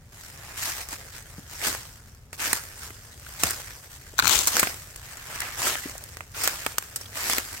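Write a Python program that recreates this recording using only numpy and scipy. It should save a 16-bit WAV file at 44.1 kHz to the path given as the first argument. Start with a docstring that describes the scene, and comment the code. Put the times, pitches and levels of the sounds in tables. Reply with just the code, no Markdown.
"""Someone walks through deep dry leaves in a quiet wood, about one step a second.
Every step is a swarm of tiny random fractures, swelling under the sole and collapsing, with twigs snapping in it.
The other foot swishes on as arches of the same crackle; short noise knocks thud on the soil, leaves rasp, stalks tick.
Midway a dead branch catches and scrapes past the left microphone: decaying cracks over a coarse stick-slip crackle.
Shaped noise lays a low rumble and a faint hush underneath, and the trunks scatter a thin tail."""
import sys
import numpy as np
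from scipy import signal
from scipy.fft import rfft, irfft, next_fast_len
from scipy.io import wavfile
from scipy.ndimage import map_coordinates

SR = 44100
rng = np.random.default_rng(int(sys.argv[2]) if len(sys.argv) > 2 else 0)


def transcribe(signal):
    """Save signal, clipped to [-1, 1], as a 16-bit WAV file at the path in sys.argv[1]."""
    frames = np.atleast_2d(signal).T
    limited = np.clip(frames, -1, 1)
    pcm = np.round(limited * 32767).astype(np.int16)
    wavfile.write(sys.argv[1], SR, pcm)


N = 335160

# Crunch is the middle-band level; crispness (treble) and weight (low end) are relative to it.
# Event levels stand ahead of the faders and microphone colour in scene().

# Low rumble, spectrum. Each row: frequency in Hz, relative density in dB per Hz.
RUMBLE_SPECTRUM = [(12, -34), (20, -12), (54, -1.5), (81, 1), (136, -5.5), (195, -16.5), (268, -18.5),
                   (300, -39), (390, -52), (660, -120)]
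# Hush of the wood, spectrum. Each row: frequency in Hz, relative density in dB per Hz.
AIR_SPECTRUM = [(150, -13), (400, 5), (1000, -3.5), (4000, -14), (7000, -15), (16000, -45)]
# Stereo width. Each row: frequency in Hz, side minus mid in dB.
WIDTH = [(60, -21), (250, -16), (500, -14), (1000, -9), (2000, 1.5), (4000, -0.5), (12000, 0.5)]
# Scatter off the trunks. Each row: frequency in Hz, time to fall 60 dB in seconds.
TRUNK_DECAY = [(200, 0.51), (2000, 0.62), (12000, 0.91)]
# Colour of the two microphone ports. Each row: frequency in Hz, left minus right in dB.
PORT_COLOUR = [(60, 5), (300, 1.5), (700, 2.5), (1450, -3), (2300, -3), (3500, 3.5), (5000, 0), (7000, 1.5),
               (8800, -1), (11200, -4), (13200, 5), (15300, -1)]

# Branch sliding, harder as it bends, until it springs free.
# Each row: time in seconds, crunch in dB, left minus right in dB.
SLIDE = [(4.133, -85, 12), (4.185, -37, 18), (4.215, -42, 10), (4.24, -34.5, 11), (4.28, -29.5, 17),
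         (4.365, -25, 5), (4.41, -34.5, 3), (4.47, -39.5, 0), (4.54, -78, 12)]
# Branch catching and slipping. Each row: time in seconds, crunch in dB, crispness in dB, left minus right in dB.
CATCHES = [(4.183, -33.5, 11, 15), (4.1903, -13, -3.5, 3.5), (4.1974, -16.5, 0, -1), (4.202, -21, -14, 8),
           (4.224, -20.5, -7, 6), (4.245, -21, -4, 20), (4.2556, -18.5, -2, 13), (4.271, -15.5, -0.5, 20),
           (4.278, -20.5, 9, 14), (4.295, -19.5, 5, 9), (4.313, -36, 12, 13), (4.332, -31, 13, -12),
           (4.39, -34, 18.5, 11), (4.481, -33.5, 12.5, 4), (4.483, -43, 15, 14)]
# Bark catching, spectrum. Each row: frequency in Hz, relative density in dB per Hz.
BARK_SPECTRUM = [(100, -5), (500, -5.5), (800, 0), (1100, 6.5), (1220, 4), (1400, 8.5), (1800, -4.5),
                 (2300, -0.5), (3000, -10.5), (4200, 9.5), (5200, -1.5), (6500, 3.5), (10000, -6),
                 (16000, -4.5)]
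# Bark scraping, spectrum. Each row: frequency in Hz, relative density in dB per Hz.
SCRAPE_SPECTRUM = [(150, -12), (700, 2), (1300, 0.5), (2200, -3), (3100, 0.5), (4300, 0.5), (5200, 0.5),
                   (7400, 4.5), (10400, -5.5), (15000, -6)]
CATCH_WEIGHT_DB = -16.5
# the slide gets crisper as the contact runs out to the thin tip
SLIDE_CRISP_DB, SLIDE_WEIGHT_DB, TIP_DB_PER_S = 0.5, -9.5, 32

# Dull knocks of feet on soil, roots and fallen wood.
# Each row: start in seconds, peak in dB, pitch in Hz, time to fall 60 dB in seconds.
THUDS = [(1.382, -32, 154.6, 0.028), (1.388, -37, 350, 0.048), (1.669, -34, 256, 0.12),
         (3.437, -26.5, 116, .13), (4.135, -37.5, 490, .015), (4.229, -28.5, 110, 0.24),
         (4.346, -29.5, 75, 0.21), (4.546, -33, 151, 0.11), (4.628, -25, 143, 0.042),
         (5.656, -28, 428, 0.026), (5.856, -25.5, 300, 0.051), (5.952, -31, 774, 0.024),
         (7.297, -27, 406, 0.014)]
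# Stiff leaves rubbing with a narrow rasp.
# Each row: start in seconds, peak in dB, pitch in Hz, time to fall 60 dB in seconds.
RASPS = [(2.3933, -26, 1560, .03), (3.265, -26, 1470, 0.022), (3.515, -18, 1350, 0.01),
         (5.415, -19.5, 2040, 0.12), (5.46, -31, 2230, .18), (5.835, -26.5, 1990, 0.18),
         (6.345, -27, 1400, 0.064), (7.012, -26, 5600, 0.045), (7.057, -30, 3300, 0.039),
         (7.312, -19, 3400, 0.2)]

# Twigs breaking, from faint ticks to loud cracks. Each row: time in seconds, crunch in dB, crispness in dB,
# weight in dB, time to fall 60 dB in seconds before twigs() stretches it.
TWIG_BREAKS = [(0.888, -48, 15.5, -1, 0.0056), (0.929, -39.5, 6, -12, .009), (1.67, -31, 11.5, -3, 0.09),
               (1.749, -34, 3, -2, 0.018), (2.33, -39.5, 3.5, -9.5, 0.012),
               (2.531, -22, 7.5, -13.5, 0.0098), (2.905, -44, 0, 0.5, 0.011), (3.435, -21, 8, -6.5, 0.017),
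               (3.508, -36.5, 14.5, -8, 0.0073), (4.472, -25, 14, -11, 0.07), (4.568, -24, 7, -2, .008),
               (4.595, -22.5, 11.5, -9, 0.036), (4.63, -16.5, -2.5, -13, 0.032),
               (4.672, -25, -10, -12.5, 0.0073), (4.96, -48, 14, -3, 0.015), (5.419, -33.5, 1, -8, 0.005),
               (5.404, -34, 11, -19, 0.011), (5.619, -32, 4, -29, 0.0031), (5.755, -27, -15, -8, .005),
               (5.98, -54, 20, -8, .007), (6.039, -53, 19, -12, 0.0081), (6.17, -39, 3, -8, 0.011),
               (6.207, -33.5, -8, -7, 0.0088), (6.436, -39.5, 23, 4, 0.073), (6.476, -23, 8, -6, 0.0068),
               (6.664, -23.5, 0, -4, .012), (6.783, -24, 7, -12, 0.011), (6.825, -39.5, 2, -13, 0.0096),
               (6.96, -44, 23, 3.5, 0.043), (7.011, -43.5, 6, -4, 0.017), (7.298, -32, 12.5, 2.5, 0.0031),
               (7.334, -26.5, 4, -7, 0.0064), (7.383, -25.5, 5.5, -2.5, .009)]
# Twig, spectrum. 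Each row: frequency in Hz, relative density in dB per Hz.
TWIG_SPECTRUM = [(100, -4), (400, 5), (1300, 6.5), (2200, 1.5), (3600, -6.5), (5000, -3.5), (7500, 1),
                 (9000, 1.5), (10300, -7), (12000, -3.5), (16000, -5.5)]
# stalk ticks, in dB: mean level above the crunch of the moment, scatter, crispness, weight, loudest level
STALK_COUNT = 26
STALK_DB, STALK_SPREAD_DB, STALK_CRISP_DB, STALK_WEIGHT_DB, STALK_TOP_DB = -1, 3.5, 12, -5, -40

# Footfalls. Each row: touch-down in seconds, roll from heel to full weight in seconds,
# crunch in dB, crispness in dB, weight in dB.
STEPS = [(0.567, 0.1, -32.5, 5, -22), (1.613, 0.038, -31, 7, -5.5), (2.394, 0.06, -30, 5.5, -8.5),
         (3.393, 0.072, -35, 9, -3.5), (4.469, 0.11, -30.5, 7.5, -6), (5.575, 0.097, -30.5, 7, -4.5),
         (6.354, 0.11, -32.5, 5.5, -9.5), (7.149, 0.17, -35.5, 10.5, -3.5)]
# the sound swells as the sole brushes the top leaves, until CONTACT_S after touch-down
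BRUSH_DB_PER_S, CONTACT_S = 600, 0.0084
# first contact under the peak, collapse of the crunch, then the trodden leaves springing back
CONTACT_DB, FALL_DB_PER_S, SETTLE_DB, SETTLE_DB_PER_S = -8.5, 109, -15, 43
# Foot lifting or swinging through the litter.
# Each row: start in seconds, length in seconds, crunch in dB, crispness in dB.
SWISHES = [(0.12, 0.28, -51, 5.5), (0.353, 0.28, -47.5, 2), (0.75, 0.094, -43, 8), (0.885, 0.086, -44, 7),
           (1.122, 0.094, -49.5, 7), (1.482, 0.21, -46, 7.5), (2.326, .035, -49, 8.5),
           (2.52, 0.064, -39.5, 9.5), (2.758, .14, -49.5, 9.5), (3.235, 0.21, -50, 7),
           (3.586, 0.19, -50, 5), (3.887, 0.1, -54, 8), (4.963, 0.71, -48, 4.5), (5.26, 0.35, -41, 1.5),
           (5.78, 0.2, -48.5, 6), (6.577, .17, -47, 7), (7.138, 0.16, -40, -5), (7.46, 0.42, -45, 7.5)]
SWISH_WEIGHT_DB, SWISH_ARCH = -8, 0.41  # the arch is a power of a half sine
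# Light rustle that goes on between steps. Each row: time in seconds, crunch in dB.
RUSTLE = [(0.0, -73), (0.08, -68), (0.14, -64), (1.0, -54.5), (1.85, -64), (2.28, -73), (2.7, -57.5),
          (4.12, -59), (5.0, -58), (6.15, -57), (6.3, -63.5), (6.5, -56.5), (7.6, -54)]
RUSTLE_CRISP_DB, RUSTLE_WEIGHT_DB = 9.5, 1.5
# Leaf, spectrum. Each row: frequency in Hz, relative density in dB per Hz.
LEAF_SPECTRUM = [(100, -21.5), (330, -5.5), (550, -1.5), (1000, 1), (1700, 0.5), (2400, -5), (3600, -7.5),
                 (5000, -3.5), (6500, -4), (8700, -4), (10200, -12), (11800, -7), (15700, -11)]
# A light touch lacks the band of real crushing and sounds hollow.
# Each row: frequency in Hz, share missing at the lightest touch as a fraction.
HOLLOW = [(1600, 0), (2300, 0.3), (4000, 0.14), (5500, 0.051)]
# crunch below which the hollow sets in, and the further drop over which it deepens
HOLLOW_BELOW_DB, HOLLOW_RANGE_DB = -45, 11.5


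def amp(db):
    """Decibels to gain."""
    return 10 ** (np.asarray(db) / 20)


def unit(x):
    """x at rms 1."""
    return x / np.sqrt(np.mean(x ** 2) + 1e-20)


def noise(length):
    """Two unrelated channels of white noise."""
    return rng.standard_normal((2, length))


def along(points, hz):
    """(Hz, value) points read on a log axis."""
    f, v = np.transpose(points)
    return np.interp(np.log(hz + 1), np.log(f + 1), v)


def curves(rows):
    """One value per sample for each column after the time."""
    s, *cols = np.transpose(rows)
    return [np.interp(np.arange(N) / SR, s, c) for c in cols]


def wobble(rate):
    """A smooth random curve, rate knots a second."""
    knots = rng.standard_normal(int(N * rate / SR) + 4)
    return map_coordinates(knots, [np.arange(N) * rate / SR])


def filtered(x, response):
    """x times a response of frequency."""
    size = x.shape[-1]
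    m = next_fast_len(size + 2048)
    spectrum = rfft(x, m) * response(np.fft.rfftfreq(m, 1 / SR))
    return irfft(spectrum, m)[..., :size]


def add(track, s, sound):
    """Mix a stereo sound in at time s."""
    part = track[:, max(round(s * SR), 0):][:, :sound.shape[1]]
    part += sound[:, :part.shape[1]]


def stereo(pair, spectrum):
    """Two unrelated signals become mid and side of one coloured sound, its width set by frequency."""
    def colour(hz):
        mid_and_side = np.array([np.ones_like(hz), amp(along(WIDTH, hz))])
        return amp(along(spectrum, hz)) * mid_and_side
    mid, side = filtered(pair, colour)
    return np.array([mid + side, mid - side])


def pan(lean_db):
    """Left and right gains of constant power; positive leans left."""
    gains = amp(np.array([lean_db, -lean_db]) / 2).reshape(2, -1)
    return gains / np.sqrt(np.mean(gains ** 2, axis=0))


def voiced(x, crunch_db, crisp_db, weight_db):
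    """Set the middle of x to the crunch level, with treble and low end relative to it."""
    edges = [130, 240, 500, 1000, 2400, 4400]  # Hz
    # the low and middle bands overlap a little
    shapes = [0, 0.81, 0.82, 0, 0.5, 0], [0, 0.7, 0, 1, 1, 0], [0, 0, 0, 0, 0, 1]
    low, middle, high = (unit(filtered(x, lambda hz: along(list(zip(edges, shape)), hz))) for shape in shapes)
    return amp(crunch_db) * (middle + amp(crisp_db) * high + amp(weight_db) * low)


def uneven(x, depth_db, width_hz, hold_s):
    """Every leaf and stick has resonances of its own: random peaks width_hz wide that last hold_s."""
    z = signal.stft(x, nperseg=256)[2]
    spacing = np.array([width_hz * 256 / SR, hold_s * SR / 128])  # in bins and frames
    place = np.indices(z.shape[1:]) / spacing[:, None, None]
    field = map_coordinates(rng.standard_normal(z.shape[1:]), place, order=2, mode="mirror")
    return signal.istft(z * amp(depth_db * field), nperseg=256)[1][:, :x.shape[1]]


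def crackle(rate, spread_db, t60):
    """Random tiny fractures, rate a second, each a burst of its own size that dies in t60; rms 1."""
    breaks = rng.random(N) < rate / SR
    size = amp(spread_db * np.minimum(rng.standard_normal(N), 2))
    energy = breaks * size ** 2 / rate
    fade = amp(-60 / (t60 * SR)) ** 2
    power = signal.lfilter([1], [1, -fade], energy)  # unrelated bursts add in power
    return unit(np.sqrt(power) * noise(N))


def snap(spectrum, t60, bounce_db, bounce_s, tail_db, tail_t60):
    """One break: a sharp crack, its bounce off a near surface, and a weak shiver of the wood."""
    t = np.arange(-SR // 200, SR // 12) / SR

    def decay(start, life):
        return (t >= start) * amp(-60 * np.abs(t - start) / life)

    crack = decay(0, t60)
    bounce = amp(bounce_db) * decay(bounce_s * rng.uniform(.7, 1.3), t60)
    shiver = amp(tail_db) * decay(0, tail_t60)
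    wood = uneven(noise(len(t)), depth_db=2.5, width_hz=380, hold_s=.08)
    return stereo(wood * (crack + bounce + shiver), spectrum)


def add_snap(track, s, sound, crunch_db, crisp_db, weight_db):
    """Mix in a snap; its levels are those of its energy gathered into 5 ms."""
    span = .005  # also the silence ahead of the crack
    gathered = np.sqrt(span * SR / sound.shape[1])
    add(track, s - span, voiced(sound, crunch_db, crisp_db, weight_db) * gathered)


def knock(spectrum, t60, attack):
    """One coloured noise burst with a soft onset and an exponential decay; peak 1."""
    t = np.arange(SR // 6) / SR
    burst = stereo(noise(len(t)), spectrum) * amp(-60 * t / t60) * (1 - np.exp(-t / attack))
    return burst / np.abs(burst).max()


def background(rumble_db=-49.0, air_db=-63):
    """A slightly wavering low rumble and the faint hush of the wood."""
    rumble = unit(stereo(noise(N), RUMBLE_SPECTRUM)) * amp(rumble_db + 0.58 * wobble(8.1))
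    air = unit(stereo(noise(N), AIR_SPECTRUM))
    return pan(0.83) * rumble + amp(air_db) * air


def trunks(x):
    """The trees scatter back a thin, late tail: decaying noise that starts after 10 ms."""
    hz, t, z = signal.stft(noise(SR // 2), SR, nperseg=256)
    fade = amp(-60 * t / along(TRUNK_DECAY, hz)[:, None])
    tail = signal.istft(z * fade, SR, nperseg=256)[1]
    tail = np.pad(tail / np.linalg.norm(tail[0]), ((0, 0), (SR // 100, 0)))
    return signal.fftconvolve(x, tail, axes=1)[:, :N]


def branch():
    """Rough bark sticks and slips close to the left microphone: hard catches over a coarse scrape."""
    slide_db, lean_db = curves(SLIDE)
    slid_s = np.clip(np.arange(N) / SR, SLIDE[0][0], SLIDE[-1][0]) - SLIDE[0][0]
    crisp_db = SLIDE_CRISP_DB + TIP_DB_PER_S * slid_s
    slips = crackle(np.full(N, 700.), spread_db=0.5, t60=0.02)
    slips = uneven(slips, depth_db=-0.5, width_hz=360, hold_s=0.012)
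    out = pan(lean_db) * voiced(stereo(slips, SCRAPE_SPECTRUM), slide_db, crisp_db, SLIDE_WEIGHT_DB)
    for s, crunch_db, crisp_db, lean_db in CATCHES:
        catch = snap(BARK_SPECTRUM, 0.0054, bounce_db=-14, bounce_s=0.0024, tail_db=-17.5, tail_t60=0.051)
        add_snap(out, s, pan(lean_db) * catch, crunch_db, crisp_db, CATCH_WEIGHT_DB)
    return out


def thuds(attack=0.0011):
    """The soft ground answers a foot with a brief, broad low knock."""
    out = np.zeros((2, N))
    for s, db, hz, t60 in THUDS:
        soil = [(hz / 4, -25), (hz / 1.3, -3), (hz, 0), (hz * 1.03, -7), (hz * 4, -30), (hz * 10, -70)]
        add(out, s, amp(db) * knock(soil, t60, attack))
    return out


def rasps(attack=0.0009, sharpness=1.08):
    """A leaf dragged over another sounds in one narrow resonance."""
    out = np.zeros((2, N))
    for s, db, hz, t60 in RASPS:
        blade = [(hz / 4, -35), (hz / sharpness, -13), (hz, 0), (hz * sharpness, -13), (hz * 4, -27)]
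        add(out, s, amp(db) * knock(blade, t60, attack))
    return out


def twigs():
    """Twigs hidden in the litter break under the sole."""
    out = np.zeros((2, N))
    for s, crunch_db, crisp_db, weight_db, t60 in TWIG_BREAKS:
        crack = snap(TWIG_SPECTRUM, t60 * 1.08, bounce_db=-18, bounce_s=0.0034, tail_db=-12.5, tail_t60=0.028)
        add_snap(out, s, crack, crunch_db, crisp_db, weight_db)
    return out


def stalks(first_s=0.77, stalk_t60=0.012):
    """Once the walk is under way, small stalks give way at random moments, louder under harder treading."""
    out, crunch_db = np.zeros((2, N)), tread()[0]
    for slot in range(STALK_COUNT):
        s = first_s + (N / SR - first_s) * (slot + rng.random()) / STALK_COUNT
        size, colour = STALK_SPREAD_DB * np.clip(rng.standard_normal(2), -2, 2)
        crunch_now = crunch_db[min(int(s * SR), N - 1)]
        db = min(crunch_now + STALK_DB + size, STALK_TOP_DB)
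        tick = snap(TWIG_SPECTRUM, stalk_t60, bounce_db=-16, bounce_s=0.005, tail_db=-15, tail_t60=0.03)
        add_snap(out, s, tick, db, STALK_CRISP_DB + colour - size, STALK_WEIGHT_DB)
    return out


def footfall(t, roll_s):
    """Gain of one step, t from touch-down: the crunch swells as the sole rolls down, collapses, and settles."""
    brush_db = BRUSH_DB_PER_S * np.minimum(t - CONTACT_S, 0)
    loading_db = CONTACT_DB * np.clip(1 - t / roll_s, 0, 1)
    after = np.maximum(t - roll_s, 0)
    release_db = np.maximum(-FALL_DB_PER_S * after, SETTLE_DB - SETTLE_DB_PER_S * after)
    return amp(brush_db + loading_db + release_db)


def swish(t, length_s):
    """Gain of a foot passing through the leaves: one smooth arch."""
    return np.abs(np.sin(np.pi * np.clip(t / length_s, 0, 1))) ** SWISH_ARCH


def tread(restless_db=0.5, restless_rate=13):
    """Steps, swishes and the restless rustle add in power: crunch, crispness and weight of the litter in dB."""
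    t = np.arange(N) / SR
    rustle_db, = curves(RUSTLE)
    rustle = amp(rustle_db + restless_db * wobble(restless_rate))
    moves = [(rustle, RUSTLE_CRISP_DB, RUSTLE_WEIGHT_DB)]
    for s, roll_s, db, crisp_db, weight_db in STEPS:
        moves.append((amp(db) * footfall(t - s, roll_s), crisp_db, weight_db))
    for s, length_s, db, crisp_db in SWISHES:
        moves.append((amp(db) * swish(t - s, length_s), crisp_db, SWISH_WEIGHT_DB))
    power = sum(np.outer(amp([0, crisp_db, weight_db]), gain) ** 2 for gain, crisp_db, weight_db in moves)
    middle_db, high_db, low_db = 10 * np.log10(power)
    return middle_db, high_db - middle_db, low_db - middle_db


def leaves(full_rate=3600, full_db=-30, growth=0.26, rub_db=-5, tick_db=-12, tick_share=.03):
    """Harder treading breaks more leaves a second; stems tick among them, and leaf sliding on leaf hisses softly."""
    crunch_db, crisp_db, weight_db = tread()
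    rate = full_rate * amp(growth * (crunch_db - full_db))  # full_rate breaks a second at full_db
    blades = crackle(rate, spread_db=5, t60=.004)
    stems = crackle(tick_share * rate, spread_db=0, t60=0.0095)
    litter = blades + amp(tick_db) * stems + amp(rub_db) * noise(N)
    clumps = amp(0.64 * wobble(70))  # leaves give way in bunches
    litter = uneven(litter * clumps, depth_db=2.0, width_hz=501, hold_s=.03)
    sound = voiced(stereo(litter, LEAF_SPECTRUM), crunch_db, crisp_db, weight_db)
    lightness = np.clip((HOLLOW_BELOW_DB - crunch_db) / HOLLOW_RANGE_DB, 0, 1)
    return sound - lightness * filtered(sound, lambda hz: along(HOLLOW, hz))


def scene(wood_db=-16, branch_db=-1.5, leaves_db=-0.87, twigs_db=-0.5, twig_lean_db=-0.5):
    """The feet sound into the wood; the branch is too close to wake it. Each microphone port has its own colour."""
    litter = amp(leaves_db) * leaves()
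    breaks = amp(twigs_db) * pan(twig_lean_db) * twigs()
    feet = litter + breaks + stalks() + thuds() + rasps()
    near = feet + amp(wood_db) * trunks(feet) + amp(branch_db) * branch()
    return filtered(near, lambda hz: pan(along(PORT_COLOUR, hz))) + background()


def record(dry):
    """Clip at full scale, then keep nothing above the 16 kHz band limit."""
    return filtered(np.clip(dry, -1, 1), lambda hz: hz < 16000)


dry = scene()
out = record(dry)
transcribe(out)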